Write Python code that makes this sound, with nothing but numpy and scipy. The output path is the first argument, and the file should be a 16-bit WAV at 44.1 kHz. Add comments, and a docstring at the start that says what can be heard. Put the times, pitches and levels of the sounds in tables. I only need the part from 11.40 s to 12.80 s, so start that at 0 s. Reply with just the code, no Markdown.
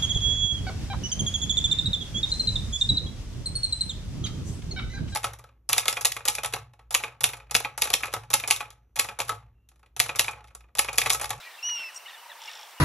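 """Whistling call on open grassland

A high clean whistle of three partials arches up and sags, and echoes off the trees.
Birds around it: a quick two-voiced warble, short gliding chatter notes, a low cooing trill, a faint
hoot and a dry rattle of noise puffs through resonances. A twig snaps softly.
Beneath lie rustling grass, a distant wash and the microphone's hiss, all made of coloured noise."""
import sys
import numpy as np
from scipy import signal
from scipy.io import wavfile
from scipy.ndimage import uniform_filter1d

SR = 44100
rng = np.random.default_rng(int(sys.argv[2]) if len(sys.argv) > 2 else 0)


def natural_amplitude(level_db):
    """Convert a level in decibels to a linear amplitude factor, elementwise."""
    exponent = np.asarray(level_db, float) / 20
    return 10 ** exponent


def int16_out(signal):
    """Quantize to a 16-bit WAV file."""
    q = np.round(np.clip(np.atleast_2d(signal).T, -1, 1) * 32767)
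    wavfile.write(sys.argv[1], SR, q.astype(np.int16))


N = 61739  # scene length in samples


def evened(x):
    """Scales to rms 1."""
    return x / np.sqrt(np.mean(x ** 2) + 1e-20)


def add(mix, s, sound):
    """Mixes a sound in at a time in seconds, cutting off what overruns the end."""
    part = mix[round(s * SR):][:len(sound)]
    part += sound[:len(part)]


def tone(hz, order=1):
    """One partial of a pitch curve, rms 1."""
    return np.sqrt(2) * np.sin(2 * np.pi * order * np.cumsum(hz) / SR)


def curve(points):
    """Turns (seconds, dB) points into gain over the whole scene."""
    s, db = np.transpose(points)
    return natural_amplitude(np.interp(np.arange(N) / SR, s, db))


def bands(x, table):
    """Sum of two-pole resonances, each applied twice."""
    out = 0
    for hz, width, db in table:
        b, a = signal.iirpeak(hz, hz / width, SR)
        once = signal.lfilter(b, a, x)
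        out = out + natural_amplitude(db) * signal.lfilter(b, a, once)
    return out


def flutter(samples, smooth, rows=1):
    """Random wavering, faster for smaller smooth (averaging length in samples), rms 1 over all rows."""
    return evened(uniform_filter1d(rng.standard_normal((rows, samples)), size=smooth, axis=1))


def noise(colour, patchy_db):
    """Coloured noise, rms 1, whose level drifts in patches across time and pitch."""
    frames, hz = N // 128 + 5, np.fft.rfftfreq(512, 1 / SR)
    a, b, patches = rng.standard_normal((frames, 257, 3)).T
    patches = uniform_filter1d(patches, size=6, axis=0)
    patches = evened(uniform_filter1d(patches, size=10, axis=1))
    f, db = np.transpose(colour)
    shape_db = np.interp(np.log(hz + 1), np.log(f), db)[:, None]
    z = (a + 1j * b) * natural_amplitude(shape_db + patchy_db * patches)
    return evened(signal.istft(z, nperseg=512, noverlap=384)[1][:N])


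# Colour of the microphone's hiss. Each row: frequency in Hz, relative level in dB.
HISS_COLOUR = [(100, -80), (440, -24), (1070, -6), (14400, -3.5), (15700, -6.5)]


def hiss():
    """Separate steady noise at each of the two microphone ports."""
    level_db = -53.5
    return natural_amplitude(level_db) * np.array([noise(HISS_COLOUR, patchy_db=-0.8), noise(HISS_COLOUR, patchy_db=2.1)])


# Colour of the distant wash. Each row: frequency in Hz, relative level in dB.
WASH_COLOUR = [(30, -43), (245, -31), (474, -8.5), (839, 1.5), (2240, -4.5), (2880, -3.5), (3300, -11.5),
               (5570, -11), (7000, -21), (9100, -18), (15400, -120)]


def wash():
    """Distant broad noise, mostly centred, with a faint part in opposite phase at the two ports."""
    level_db, side_db = -51, -22.0  # the side is relative to the centre
    centre = natural_amplitude(level_db) * noise(WASH_COLOUR, patchy_db=1.0)
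    side = natural_amplitude(level_db + side_db) * noise(WASH_COLOUR, patchy_db=-5.0)
    return centre + side * [[1], [-1]]


# Swells of the grass. Each row: time in seconds, level in dB.
RUSTLE_SWELLS = [(0, -46), (.1, -53), (.34, -56.5), (.4, -51), (.52, -58.5), (.6, -73), (.7, -49.5),
                 (.84, -67.5), (1.1, -46.5), (1.4, -71)]
# Colour of the grass. Each row: frequency in Hz, relative level in dB.
RUSTLE_COLOUR = [(700, -86), (1200, -11), (2200, -6), (3600, -7), (6500, -21.5), (12000, -32)]


def rustle():
    """Grass as patchy coloured noise that swells and fades."""
    return curve(RUSTLE_SWELLS) * noise(RUSTLE_COLOUR, patchy_db=3.0)


# Twig cracks. Each row: start in seconds, drive in dB ahead of the resonances.
SNAPS = [(0.288, -20.5), (.296, -17)]
# Resonances of the wood. Each row: centre in Hz, width of one pass in Hz, gain in dB.
SNAP_BANDS = [(1343, 200, -1.5), (2080, 2040, -7), (4340, 270, -4.5)]


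def snaps():
    """Soft short cracks of a twig: noise bursts ringing in the wood."""
    peak_s = .0015  # rise time of each burst
    x, t = np.zeros(N), np.arange(400) / SR / peak_s
    for s, db in SNAPS:
        add(x, s, natural_amplitude(db) * t * np.exp(1 - t) * rng.standard_normal(400))
    return bands(x, SNAP_BANDS)


# A faint low tone. Each row: start in seconds, length in seconds, level in dB ahead of the swell.
HOOT = [(0.877, 0.0494, -55.5)]


def hoot(start, length, db):
    """A soft low tone of steady pitch that swells and fades."""
    pitch_hz = 585
    swell = np.hanning(round(length * SR))
    return start, natural_amplitude(db) * swell * tone(np.full(len(swell), pitch_hz))


# Course of the rattle. Each row: time in seconds, gain of the clicks in dB, gain of the rasp in dB.
RATTLE = [(.975, -70, -65), (1.005, -48, -43), (1.012, -36, -43), (1.12, -36, -41), (1.237, -37, -46),
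          (1.245, -48, -46), (1.325, -46, -46), (1.35, -65, -60)]
# Resonances of the rattle. Each row: centre in Hz, width of one pass in Hz, gain in dB.
RATTLE_BANDS = [(3400, 900, -1), (5480, 700, 3), (7100, 450, -5)]


def rattle():
    """Slightly uneven clicks with short puffs through fixed resonances; the lowest also rasps between them."""
    first_s, clicks_per_s, puff_s = .979, 51.7, .0015
    slip_s, uneven_db = .0008, 1.8  # random spread of click times and strengths
    t = np.arange(N) / SR - first_s
    slip, size = rng.standard_normal((N, 2))[(t * clicks_per_s + .5).astype(int)].T
    phase = (t + slip_s * slip) % (1 / clicks_per_s)  # seconds since the last click
    since, air = phase / puff_s, rng.standard_normal(N)
    clicks = 14. * (np.diff(phase, prepend=0) < -.01)
    puffs = clicks + (since * np.exp(1 - since) + .25) * air
    grain = natural_amplitude(4 * flutter(N, smooth=150)[0])
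    rows = np.array(RATTLE)
    clicking = curve(rows[:, :2]) * bands(natural_amplitude(uneven_db * size) * puffs, RATTLE_BANDS)
    rasp = curve(rows[:, ::2]) * bands(grain * air, RATTLE_BANDS[:1])
    return clicking + rasp


# Cooing trills. Each row: middle of the first blip in seconds, list with each blip's level in dB
# ahead of its swell.
COOS = [(.321, [-50, -52]), (.835, [-49, -46, -47, -50, -49, -47, -46, -46, -49, -51, -51, -48, -48, -53])]


def coo(first, k, db):
    """Blip k of a trill, soft and sagging; the trill slows and sinks as it goes on."""
    length_s, sag = 0.019, 0.16  # sag is the share of pitch lost within a blip
    gap_s, slowing_s = .0295, .00034
    pitch_hz, fall_hz_per_s = 951.4, 262
    u = np.linspace(0, 1, round(length_s * SR))
    late = gap_s * k + slowing_s * k ** 2
    hz = (pitch_hz - fall_hz_per_s * late) * (1 + sag * (.5 - u))
    return first + late - length_s / 2, natural_amplitude(db) * np.sin(np.pi * u) * tone(hz)


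# Chatter notes. Each row: start in seconds, length in seconds, start and end of the straight glide
# in Hz ahead of the arch, level in dB ahead of the swell.
NOTES = [(.003, 0.021, 3850, 3860, -49.5), (0.023, 0.069, 2400, 2318, -48), (0.051, 0.056, 1934, 1857, -49),
         (.132, 0.03, 1846, 1730, -51.5), (0.163, 0.015, 2850, 3400, -49), (0.18, 0.027, 2720, 2600, -47),
         (0.282, 0.016, 3600, 4500, -52), (0.355, 0.032, 1423, 1340, -53), (0.386, 0.023, 2968, 3096, -41),
         (0.398, .018, 1528, 1397, -48.5), (0.427, .022, 2650, 1840, -45),
         (0.485, 0.027, 2120, 1620, -46.5), (.65, 0.018, 1918, 2250, -50.5),
         (.658, .018, 2890, 2800, -41.5), (0.676, 0.026, 1852, 1840, -46.5),
         (0.704, 0.0089, 2900, 2670, -47), (0.724, 0.0453, 1843, 1683, -53.5),
         (.755, 0.071, 2920, 2846, -54.5), (0.895, 0.018, 1909, 1900, -47), (0.908, 0.026, 1775, 1620, -48),
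         (1.078, 0.015, 2760, 2770, -38), (1.074, 0.02, 2192, 2203, -44.5), (1.094, 0.02, 1843, 1770, -48),
         (1.113, 0.034, 2654, 2520, -59), (1.15, 0.044, 1926, 1820, -58.5),
         (1.373, 0.026, 2943, 2720, -51.5)]


def note(start, length, hz0, hz1, db):
    """A short arched glide whose strength and pitch waver; low notes carry their octave."""
    arch, waver_depth, shake_depth = .07, .28, .01  # shares of pitch, strength and pitch
    octave_db, octave_below_hz = -2, 1910
    u = np.linspace(0, 1, round(length * SR))
    waver, shake = flutter(4000, smooth=200, rows=2)[:, :len(u)]
    waver = 1 + waver_depth * waver
    hz = (hz0 + (hz1 - hz0) * u) * (1 + arch * (np.sin(np.pi * u) - 2 / np.pi))
    hz = hz * (1 + shake_depth * shake)
    octave = (hz0 < octave_below_hz) * natural_amplitude(octave_db) * waver * tone(hz, order=2)
    return start, natural_amplitude(db) * np.sin(np.pi * u) ** .6 * waver * (tone(hz) + octave)


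def warble():
    """Two voices: a fluttering tone swings fast between low and high; a lower one joins in quick pulses."""
    start_s, length_s, swings_per_s = .5435, .038, 84
    low_hz, span_hz, wobble_hz = 5700, 3100, 300
    swing_db, rough = -43, .6  # level ahead of throat and flutter, depth of the flutter
    peak_hz, peak_step_hz = 7050, 1450  # evenly spaced throat resonances
    pulse_start_s, pulse_length_s, pulses_per_s = .5595, .026, 212
    pulse_hz, pulse_db = 5660, -36.5  # middle pitch, level ahead of the pulsing
    t = np.arange(0, length_s, 1 / SR)
    high = .5 + .5 * np.cos(2 * np.pi * swings_per_s * t)
    roughness, wobble = flutter(len(t), smooth=36, rows=2)
    hz = low_hz + span_hz * high + wobble_hz * wobble
    throat = abs(np.cos(np.pi * (hz - peak_hz) / peak_step_hz))
    level = signal.windows.tukey(len(t), .1) * natural_amplitude(swing_db) * (1 + rough * roughness)
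    y = np.pad(level * throat * tone(hz), (0, 400))
    t = np.arange(0, pulse_length_s, 1 / SR)
    fade = np.minimum((pulse_length_s - t) * 100, 1)
    pulses = abs(np.sin(np.pi * pulses_per_s * t)) * fade
    hz = pulse_hz * (1 + 0.016 * np.cos(2 * np.pi * swings_per_s * t))
    add(y, pulse_start_s - start_s, natural_amplitude(pulse_db) * pulses * tone(hz))
    return start_s, y


# Arch of the whistle. Each row: time in seconds, pitch in Hz ahead of smoothing, level of the first
# partial in dB ahead of the hoarseness, level of the second in dB.
WHISTLE = [(0.223, 2746, -57, -75), (.229, 2695, -35, -42.5), (0.242, 2854, -36.5, -32),
           (0.253, 2910, -33, -33.5), (0.278, 2931, -37, -29.5), (0.307, 2910, -31.5, -33),
           (0.373, 2804, -36.5, -35.5), (.394, 2757, -36, -47.5), (0.466, 2651, -39, -46),
           (0.488, 2626, -44, -53), (0.497, 2410, -49, -59)]


def whistle():
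    """Three partials on one pitch arch; the first is clean but for one hoarse moment."""
    hoarse_s, hoarse_width_s, hoarse_depth = .39, .035, .35
    third_db = -65  # at its fullest
    s, hz, first, second = np.transpose(WHISTLE)
    t = np.arange(s[0], s[-1], 1 / SR)
    f = uniform_filter1d(np.interp(t, s, hz), size=350)
    moment = np.exp(-((t - hoarse_s) / hoarse_width_s) ** 2)
    hoarse = 1 + hoarse_depth * moment * flutter(len(t), smooth=40)[0]
    swell = np.sin(np.pi * (t - s[0]) / (s[-1] - s[0])) ** .5
    y = natural_amplitude(np.interp(t, s, first)) * hoarse * tone(f)
    y = y + natural_amplitude(np.interp(t, s, second)) * tone(f, order=2)
    return s[0], y + natural_amplitude(third_db) * swell * tone(f, order=3)


def field(x):
    """Close reflections from the ground and a thin long echo from the trees, nearly alike at both ports."""
    near_db, near_t60_s = -17, .05
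    echo_db, echo_t60_s, echo_gap_s, echo_dull_hz = -20.5, 1.2, 0.013, 3630
    spread = 0.024  # difference between the ports
    t = np.arange(SR) / SR
    taps = rng.standard_normal((2, 2, SR)) * (rng.random((2, 2, SR)) < .05)  # sparse reflections
    near, far = taps[:, :1] + spread * taps[:, 1:] * [[1], [-1]]
    near = near * natural_amplitude(-60 * t / near_t60_s) * (t > .002)
    far = signal.lfilter(*signal.butter(2, echo_dull_hz, fs=SR), far)
    far = far * natural_amplitude(-60 * t / echo_t60_s) * (t > echo_gap_s)
    tail = natural_amplitude(near_db) * near / np.linalg.norm(near[0]) + natural_amplitude(echo_db) * far / np.linalg.norm(far[0])
    return x + signal.fftconvolve(x[None], tail, axes=1)[:, :N]


def scene():
    """All calls and the twig in the field, over grass and wash."""
    calls = snaps() + rattle()
    sounds = [hoot(*row) for row in HOOT]
    sounds += [coo(first, k, db) for first, levels in COOS for k, db in enumerate(levels)]
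    sounds += [note(*row) for row in NOTES]
    sounds += [warble(), whistle()]
    for s, y in sounds:
        add(calls, s, y)
    return field(calls) + rustle() + wash()


def band_limit(x):
    """A steep low-pass at the top of the band."""
    return signal.sosfilt(signal.butter(12, 16760, fs=SR, output="sos"), x)


def record(dry):
    """A low cut on the scene, then each port's own hiss, then a steep band limit."""
    low_cut_hz, edge_hz = 160, 15760
    cut = signal.butter(2, low_cut_hz, "high", fs=SR, output="sos")
    limit = signal.firwin(511, edge_hz, window=("kaiser", 9), fs=SR)
    heard = signal.sosfilt(cut, dry) + hiss()
    mix = signal.oaconvolve(heard, limit[None], "same")
    return band_limit(mix)


dry = scene()
out = record(dry)
int16_out(out)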